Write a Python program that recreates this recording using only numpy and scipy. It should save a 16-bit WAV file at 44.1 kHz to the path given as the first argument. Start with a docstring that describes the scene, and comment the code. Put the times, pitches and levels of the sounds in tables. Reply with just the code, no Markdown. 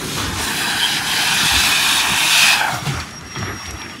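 """A rush of air comes first: it is sucked through the mouth of a ribbed hose held just over the ground. The rush swells,
then drops as the hose is lifted away, leaving gulps in the hose, a thin whistle and a few ticks of grit.
The air is coloured noise with wet grains, combed by the ground's echo; narrow noise bands flare up briefly and a low
noise rumble runs underneath. Gulps and whistle are gliding sines, ticks are decaying noise and tones.
One microphone, the same on both channels."""
import sys
import numpy as np
from scipy import signal
from scipy.fft import rfft, irfft, next_fast_len
from scipy.io import wavfile
from scipy.ndimage import uniform_filter1d, map_coordinates

SR = 44100
rng = np.random.default_rng(int(sys.argv[2]) if len(sys.argv) > 2 else 0)


def master(y):
    """Save y as 16-bit WAV."""
    cut = np.clip(np.atleast_2d(y).T, -1, 1)
    pcm = np.round(cut * 32767)  # scale
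    wavfile.write(sys.argv[1], SR, pcm.astype(np.int16))


N = 176400  # samples, 4 s


def amp(db):
    """dB to gain."""
    return 10 ** (np.asarray(db) / 20)


def unit(x):
    """Scaled to rms 1."""
    return x / np.sqrt(np.mean(x ** 2) + 1e-20)


def along(points, hz):
    """Value at each frequency, read between (Hz, value) points on a log axis."""
    f, v = np.transpose(points)
    return np.interp(np.log(hz + 1), np.log(f + 1), v)


def curves(rows):
    """One value per sample for each column after the time."""
    s, *columns = np.transpose(rows)
    return [np.interp(np.arange(N) / SR, s, column) for column in columns]


def wobble(rate):
    """A smooth random curve through normally distributed knots, rate knots a second."""
    knots = rng.standard_normal(int(N * rate / SR) + 4)
    return map_coordinates(knots, [np.arange(N) * rate / SR])


def filtered(x, response):
    """x times a complex response of frequency, padded so that its tail does not wrap round."""
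    m = next_fast_len(N + SR // 2)
    return irfft(rfft(x, m) * response(np.fft.rfftfreq(m, 1 / SR)), m)[..., :N]


def coloured(x, spectrum, lo_hz=1, hi_hz=SR):
    """x through a spectrum between two soft edges, rms 1."""
    def response(hz):
        low, high = (hz / lo_hz) ** 8, (hz / hi_hz) ** 8
        return amp(along(spectrum, hz)) * np.sqrt(low / (1 + low) / (1 + high))
    return unit(filtered(x, response))


def noise(patchy_db, streak_db):
    """White noise with broad patches and narrow lasting streaks of random gain."""
    x = rng.standard_normal(N + 2048)
    # (frame in samples, depth in dB, smoothing over bins, smoothing over frames)
    for frame, depth_db, wide, long in [(512, patchy_db, 5, 10), (2048, streak_db, 4, 14)]:
        z = signal.stft(x, nperseg=frame)[2]
        field = uniform_filter1d(rng.standard_normal(z.shape), size=wide, axis=0)
        field = uniform_filter1d(field, size=long, axis=1)
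        x = signal.istft(z * amp(depth_db * unit(field)), nperseg=frame)[1]
    return x[:N]


# Levels of the rumble. Each row: time in seconds, then deep, middle and upper part in dB.
RUMBLE_LEVELS = [(0.0, -47, -45, -32), (0.04, -36, -30.5, -30.5), (0.38, -27.5, -33, -34),
                 (0.6, -45, -36, -36), (0.79, -42, -35.5, -34.5), (0.81, -51, -40.5, -38),
                 (1.08, -40.5, -31, -36.5), (1.26, -48, -36.5, -36.5), (1.45, -33, -30.5, -32),
                 (1.48, -44, -40, -44), (1.54, -25, -36, -32.5), (1.75, -48, -36.5, -37.5),
                 (2.08, -42, -42, -36.5), (2.12, -37, -29, -38), (2.17, -46, -44, -35),
                 (2.33, -53, -38.5, -42), (2.71, -47, -36, -37.5), (2.75, -40, -33, -34),
                 (2.8, -34, -44, -39.5), (2.9, -35, -26, -32), (3.01, -33, -36.5, -41.5),
                 (3.06, -46, -39.5, -45.5), (3.27, -31, -39, -41), (3.34, -45, -42, -47),
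                 (3.38, -35, -39, -34), (3.44, -31, -27.5, -40.5), (3.48, -32, -38, -34),
                 (3.51, -31, -34.5, -37.5), (3.6, -43, -42.5, -46.5), (3.74, -33, -41, -42),
                 (3.79, -50.5, -45, -47), (3.87, -41, -39, -39), (3.98, -50, -38, -44.5),
                 (4.0, -58, -41, -36)]
# Colours of the three parts. Each row: frequency in Hz, relative level in dB.
DEEP_COLOUR = [(24, -44), (40, -21), (53, -3), (70, 1), (105, -0.5), (140, -35), (240, -120)]
MIDDLE_COLOUR = [(60, -40), (100, -8.5), (140, 0), (220, -1), (290, -20.5), (500, -120)]
UPPER_COLOUR = [(150, -40), (230, -3), (290, 1.5), (340, -1.5), (422, -5), (520, -17.5), (680, -24),
                (1140, -120)]


def rumble():
    """A low rumble: three bands of noise whose levels share one lumpy unsteadiness."""
    lumps_db = 1.14 * wobble(11) + 0.43 * wobble(25.03)
    out = np.zeros(N)
    for level_db, colour in zip(curves(RUMBLE_LEVELS), [DEEP_COLOUR, MIDDLE_COLOUR, UPPER_COLOUR]):
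        out += amp(level_db + lumps_db) * coloured(noise(patchy_db=1.4, streak_db=0.8), colour)
    return out


# Ticks of grit. Each row: start in seconds, level in dB of the crack before its rise and the top cut, pitch in Hz,
# ring amplitude against crack rms (ratio), decay by 60 dB in seconds, snap level in dB before the top cut.
GRIT_TICKS = [(2.856, -25, 3530, .86, .045, -23.5), (2.862, -21.5, 740, .4, 0.07, -45),
              (2.868, -27, 2780, 0.89, 0.13, -45), (3.0005, -27, 4470, 1.8, .035, -26),
              (3.002, -28, 2400, 0.76, 0.14, -45), (3.089, -28, 1840, .5, 0.032, -36),
              (3.109, -30, 6110, .3, .02, -36), (3.21, -31, 4000, .3, .02, -32),
              (3.36, -25, 1250, 0.78, .09, -39), (3.351, -33.5, 3270, 2.1, 0.11, -40),
              (3.3854, -28, 5000, .5, .022, -21), (3.393, -36, 9000, .1, .02, -28),
              (3.427, -21.5, 1090, 0.45, .035, -30), (3.51, -30, 1300, .4, .03, -37),
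              (3.6563, -26, 2690, 0.59, .025, -27), (3.662, -28, 6500, .2, .04, -32),
              (3.7081, -22, 6240, 0.25, 0.022, -20), (3.807, -37, 7500, 0.27, .015, -35),
              (3.817, -24, 3380, 1.4, 0.016, -28), (3.8968, -28, 1760, .5, 0.035, -35)]
TICK_RISE_S, SNAP_T60_S, TICK_TOP_HZ = .0004, .005, 9500


def grit():
    """Short dry ticks: a sharp noise snap, then a noise crack with a ring at the same pitch, both decaying."""
    out, t = np.zeros(N + SR), np.arange(SR // 10) / SR
    for s, db, hz, ring, t60, snap_db in GRIT_TICKS:
        band = signal.butter(2, [hz * 0.56, min(hz * 1.52, SR / 3)], "bandpass", fs=SR)
        crack = unit(signal.lfilter(*band, rng.standard_normal(len(t))))
        shape = amp(db - 60 * t / t60) * (1 - np.exp(-t / TICK_RISE_S))
        snap = amp(snap_db - 60 * t / SNAP_T60_S) * rng.standard_normal(len(t))
        tick = shape * (ring * np.sin(2 * np.pi * hz * t) + crack) + snap
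        out[round(s * SR):][:len(t)] += tick

    def top_cut(hz):
        ratio = hz / TICK_TOP_HZ
        return 1 / (1 + 1j * ratio * np.sqrt(2) - ratio ** 2) ** 2
    return filtered(out[:N], top_cut)


# The whistle. Each row: time in seconds, pitch in Hz, level in dB, level of the octave in dB.
WHISTLE_PATH = [(2.72, 5640, -45, -58), (2.74, 5640, -36, -54), (2.768, 5640, -48, -62),
                (2.786, 5630, -39, -52), (2.83, 5605, -42, -58), (2.855, 5600, -58, -70),
                (2.9, 5600, -55, -66), (2.93, 5600, -41, -60), (3.035, 5595, -39, -59),
                (3.055, 5570, -56, -64), (3.11, 5580, -49, -60), (3.14, 5605, -38, -55),
                (3.185, 5608, -34, -55), (3.215, 5550, -58, -68), (3.268, 5600, -43, -59),
                (3.3, 5612, -37.5, -61), (3.446, 5616, -33.5, -54), (3.5, 5650, -42, -47),
                (3.53, 5648, -38, -48), (3.614, 5588, -37.5, -63), (3.7, 5636, -35, -49),
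                (3.75, 5642, -43, -54), (3.83, 5600, -35, -53), (3.86, 5572, -45, -68),
                (3.906, 5580, -40, -62), (3.974, 5510, -51, -75), (4.0, 5540, -43, -65)]
WHISTLE_WAVER_HZ, WHISTLE_FLICKER_DB = 9, 1.8  # sizes of the random waver and flicker


def whistle():
    """A thin wavering sine with a weak octave, heard once the rush has dropped."""
    hz, level_db, octave_db = curves(WHISTLE_PATH)
    phase = 2 * np.pi * np.cumsum(hz + WHISTLE_WAVER_HZ * wobble(70)) / SR
    # fades in over the 20 ms before the first row
    start = np.clip((np.arange(N) / SR - WHISTLE_PATH[0][0]) / .02 + 1, 0, 1)
    tone = amp(level_db) * np.sin(phase)
    octave = amp(octave_db + 3.3 * wobble(110)) * np.sin(2 * phase)
    flicker = amp(WHISTLE_FLICKER_DB * wobble(90))
    return np.sqrt(2) * start * flicker * (tone + octave)  # sqrt(2): levels are rms


# Gulps in the hose. Each row: start in seconds, level in dB before the attack and GULP_GAIN, starting pitch in Hz,
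# decay by 60 dB in seconds.
HOSE_GULPS = [(2.726, -20.5, 146, 0.19), (2.823, -9.5, 129, 0.043), (2.863, -16, 164.7, 0.33),
              (2.965, -20.5, 95, 0.21), (3.365, -25, 144.5, 0.33), (3.41, -20, 112, 0.19),
              (3.493, -20.5, 94, 0.11)]
GULP_GAIN, GULP_ATTACK_S = 1.65, 0.0082
GULP_SAG, GULP_SAG_S = 0.24, 0.027  # share by which the pitch falls, time constant of the fall


def gulps():
    """Slugs of air thump in the hose: decaying sines, each falling in pitch."""
    out, t = np.zeros(N + SR), np.arange(SR // 2) / SR
    for s, db, hz, t60 in HOSE_GULPS:
        pitch = hz * (1 - GULP_SAG * (1 - np.exp(-t / GULP_SAG_S)))
        shape = amp(db - 60 * t / t60) * (1 - np.exp(-t / GULP_ATTACK_S))
        out[round(s * SR):][:len(t)] += GULP_GAIN * shape * np.sin(2 * np.pi * np.cumsum(pitch) / SR)
    return out[:N]


# Brief flares of one hose resonance. Each row: middle in seconds, length in seconds, pitch in Hz,
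# level in dB before the roughness.
HOSE_FLARES = [(0.637, 0.043, 2510, -28), (0.842, 0.085, 3170, -24), (1.105, 0.067, 3150, -27),
               (2.647, 0.11, 1540, -27), (3.371, 0.043, 1900, -34.5)]
FLARE_WIDTH_HZ = 200  # from the middle of the band to 1/e


def flares():
    """One resonance of the hose flares up briefly: swells of rough noise in a narrow band."""
    t, rough = np.arange(N) / SR, amp(2.9 * wobble(70))
    out = np.zeros(N)
    for s, length, pitch, db in HOSE_FLARES:
        band = filtered(rng.standard_normal(N), lambda hz: np.exp(-((hz - pitch) / FLARE_WIDTH_HZ) ** 2))
        swell = np.exp(-(2 * (t - s) / length) ** 4)
        out += amp(db) * swell * unit(band)
    return rough * out


SPATTER_PER_S, SPATTER_HZ = 180, 1790  # grains a second, middle pitch
SPATTER_CYCLES = 31.5  # scale of a grain's life, times 0.49 to 1.49
SPATTER_BEND = -0.0073  # slight downward bend of the pitch along a grain


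def spatter():
    """Wet grains: short damped tones at random times, pitches scattered over two octaves, rms 1."""
    when, pitch, size, life = rng.random((4, int(SPATTER_PER_S * N / SR)))
    hz = SPATTER_HZ * 4 ** (pitch - .5)[:, None]
    t = np.arange(SR // 16) / SR
    age = t * hz / (SPATTER_CYCLES * (0.49 + life[:, None]))
    shape = (0.23 + size[:, None] ** 2) * age * np.exp(-3 * age)
    grains = shape * np.sin(2 * np.pi * hz * t * (1 + SPATTER_BEND * age))
    at = (when * N).astype(int)[:, None] + np.arange(len(t))
    return unit(np.bincount(at.ravel(), grains.ravel(), N + SR)[:N])


# Path of the hose mouth. Each row: time in seconds, position number from 0 to 5, in the order of the colours below.
MOUTH_PATH = [(0, 0), (.4, 0), (.55, 1), (1.2, 1), (1.45, 2), (2.54, 2), (2.61, 3), (2.66, 3), (2.72, 4),
              (2.8, 4), (3.0, 5), (4, 5)]
# Colours of the air in the six positions. 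Each row: frequency in Hz, relative level in dB.
AT_HOLE_COLOUR = [(260, -44), (450, -5.5), (703, -12.5), (746, -12), (1250, -4), (2020, -10), (3880, -3),
                  (4510, -7.5), (5890, -4), (11500, -8), (13500, -18), (15700, -17)]
DRAGGED_COLOUR = [(260, -50), (450, -6.5), (588, -12.5), (815, -5.5), (1070, -8.5), (1270, -11.5),
                  (1580, 0.5), (2100, -7.5), (2500, -3.5), (2880, -5), (3150, -2), (3600, -7), (3970, -1),
                  (4350, -8), (4800, -5.5), (5630, -8.5), (11300, -7.5), (13300, -20), (15700, -16)]
HELD_COLOUR = [(260, -46), (450, -21), (530, -11), (672, -10.5), (865, -7.5), (1250, -5), (1550, -2.5),
               (1870, -3), (2080, -12.5), (2480, 0.5), (2900, -6.5), (3700, -3.5), (4250, -8), (4700, -8),
               (8410, -10.5), (11300, -10.5), (13300, -22), (15700, -20)]
SLIPPING_COLOUR = [(260, -48), (500, -11), (860, -0.5), (1150, -9), (1580, 1.5), (2000, -13), (2450, -3),
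                   (2900, -10), (3180, -6), (3600, -13.5), (5550, -17), (11300, -23), (15700, -33)]
LEAVING_COLOUR = [(260, -46), (450, -26), (499, -16), (703, 2.5), (1050, -8), (1380, -1.5), (1800, -13),
                  (2130, -9), (2680, -14), (3450, -11.5), (4000, -13), (5550, -22), (15700, -37)]
LIFTED_COLOUR = [(260, -37), (450, -7), (540, -7), (750, -3), (1000, -8), (1250, 1.5), (1550, -3.5),
                 (1850, -1), (2350, -7.5), (2800, -6.5), (3100, -10.5), (3450, -10), (4100, -13),
                 (6500, -15), (9900, -21.5), (11800, -21.5), (13300, -38), (15700, -32)]


def mouth(x, lo_hz, hi_hz):
    """One range of x in the colour of the mouth's present position, crossfading between neighbours."""
    position, = curves(MOUTH_PATH)
    colours = [AT_HOLE_COLOUR, DRAGGED_COLOUR, HELD_COLOUR, SLIPPING_COLOUR, LEAVING_COLOUR, LIFTED_COLOUR]
    out = np.zeros(N)
    for k, colour in enumerate(colours):
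        nearness = np.clip(1 - abs(position - k), 0, 1)
        out += nearness * coloured(x, colour, lo_hz, hi_hz)
    return out


# Reflection from the ground. Each row: frequency in Hz, gain of the echo at full strength (ratio).
GROUND_ECHO = [(500, 1.05), (1300, 0.16), (2050, 0.1), (2800, 0.073), (3600, 0.08), (4400, 0.1),
               (6000, 0.052), (12000, .1)]
FIRST_NOTCH_HZ, NOTCH_STEP_HZ = 530, 765


def ground(x, strength):
    """The ground's short echo cuts evenly spaced notches."""
    def reflection(hz):
        return along(GROUND_ECHO, hz) * np.exp(-2j * np.pi * (hz - FIRST_NOTCH_HZ) / NOTCH_STEP_HZ)
    return x - np.clip(strength, 0, 1) * filtered(x, reflection)


# The air stream before the echo. Each row: time in seconds, roar in dB, rush in dB, hiss in dB before HISS_LIFT_DB,
# strength of the ground echo from 0 to 1.
AIR_FLOW = [(0.0, -35, -29, -33, 0.6), (0.01, -29.5, -33.5, -32.5, 0), (0.15, -32.5, -27, -32, 0.2),
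            (0.18, -25.5, -26, -30.5, 0.3), (0.24, -25.5, -27.5, -34.5, 0.3), (0.32, -29, -32.5, -38, 0.6),
            (0.41, -24.5, -24, -29, 1), (0.43, -27.5, -23, -26, 0.9), (0.54, -27, -25, -28, 0.7),
            (0.59, -25.5, -23, -26, 0.72), (0.75, -24, -24, -30, 0.8), (0.86, -25, -21.5, -28.5, 0.9),
            (0.98, -26, -20.5, -30.5, 0.5), (1.01, -27.5, -26.5, -33, 0.75), (1.1, -25, -20.5, -29.5, 0.56),
            (1.64, -21, -15, -22.5, 0.76), (1.8, -24.5, -16.5, -25, 1), (1.97, -23, -18, -22.5, 0.7),
            (2.0, -22.5, -14, -25, 0.5), (2.04, -20, -22, -26.5, 1), (2.33, -23.5, -15.5, -23, 0.8),
            (2.42, -20, -13, -20.5, 0.8), (2.53, -18.5, -14, -23, 1), (2.57, -20, -21, -28, 0.5),
            (2.6, -25, -21, -30, 0.6), (2.615, -19, -24, -32, 0.7), (2.66, -23.5, -32, -34.5, 0.6),
            (2.75, -24, -32.5, -31, 0.1), (2.81, -33.5, -37, -40, 0), (2.85, -32, -37, -38, 0.1),
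            (2.87, -31, -34, -33, 0.6), (2.9, -32.5, -30, -37.5, 0.6), (2.99, -27.5, -36, -38, 0),
            (3.01, -32, -38, -40, 0.3), (3.04, -36, -36, -42, 0.1), (3.2, -39, -45.5, -51, 0.3),
            (3.34, -38.5, -38, -47, 0.1), (3.36, -35, -40, -50, 0.4), (3.4, -35, -34, -45, 0.14),
            (3.5, -27.5, -37, -50, 0.4), (3.55, -37, -39.5, -46.5, 0.1), (3.64, -38, -38, -43.5, 0.5),
            (3.7, -38, -36.5, -47, 0.28), (3.73, -36, -42.5, -48, 0.4), (3.8, -36.5, -38.5, -48, 0.8),
            (3.95, -39, -41, -48, 0.32), (4.0, -49, -43, -51, 0.6)]
# Wetness of the air. Each row: time in seconds, spatter in dB before SPATTER_DB, against the mean of roar and rush dB.
SPATTER_SHARES = [(0, -16), (.5, -2.5), (2.5, -11), (2.7, -4.5), (4, 6)]
ROAR_TOP_HZ, HISS_FROM_HZ = 2160, 5440
SURGE_DB, HISS_LIFT_DB, SPATTER_DB = 0.49, 0.5, -6  # surge: slow unsteadiness of the flow


def air():
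    """Turbulence at the hose mouth: noise in three ranges that share a slow surge, with wet spatter."""
    roar_db, rush_db, hiss_db, echo = curves(AIR_FLOW)
    surge_db = SURGE_DB * wobble(6.62)
    roar_gain = amp(roar_db + 0.56 * surge_db + 0.85 * wobble(60))
    rush_gain = amp(rush_db + surge_db + 0.58 * wobble(90))
    hiss_gain = amp(hiss_db + HISS_LIFT_DB + surge_db + 0.87 * wobble(300))
    roar = roar_gain * mouth(noise(patchy_db=1.3, streak_db=1.5), 1, ROAR_TOP_HZ)
    rush = rush_gain * mouth(noise(patchy_db=0.98, streak_db=2.86), ROAR_TOP_HZ, HISS_FROM_HZ)
    hiss = hiss_gain * mouth(noise(patchy_db=1.8, streak_db=1.3), HISS_FROM_HZ, SR)
    share_db, = curves(SPATTER_SHARES)
    wet = amp((roar_db + rush_db) / 2 + SPATTER_DB + share_db) * spatter()
    return ground(roar + rush + hiss + wet, echo)


def scene():
    """All sources at one microphone, the same on both channels."""
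    mono = rumble() + grit() + whistle() + gulps() + flares() + air()
    return np.tile(mono, (2, 1))


LOW_CUT_HZ, TOP_HZ = 28, 15730
PEAK = .97  # ceiling of the rounding, full scale is 1


def record(dry):
    """The microphone drops the deepest bass, peaks are rounded off, nothing is kept above the band limit."""
    x = filtered(dry, lambda hz: (hz / LOW_CUT_HZ) ** 3 / (1 + (hz / LOW_CUT_HZ) ** 3))
    x = x / (1 + abs(x / PEAK) ** 6) ** (1 / 6)
    return filtered(x, lambda hz: hz < TOP_HZ)


dry = scene()
out = record(dry)
master(out)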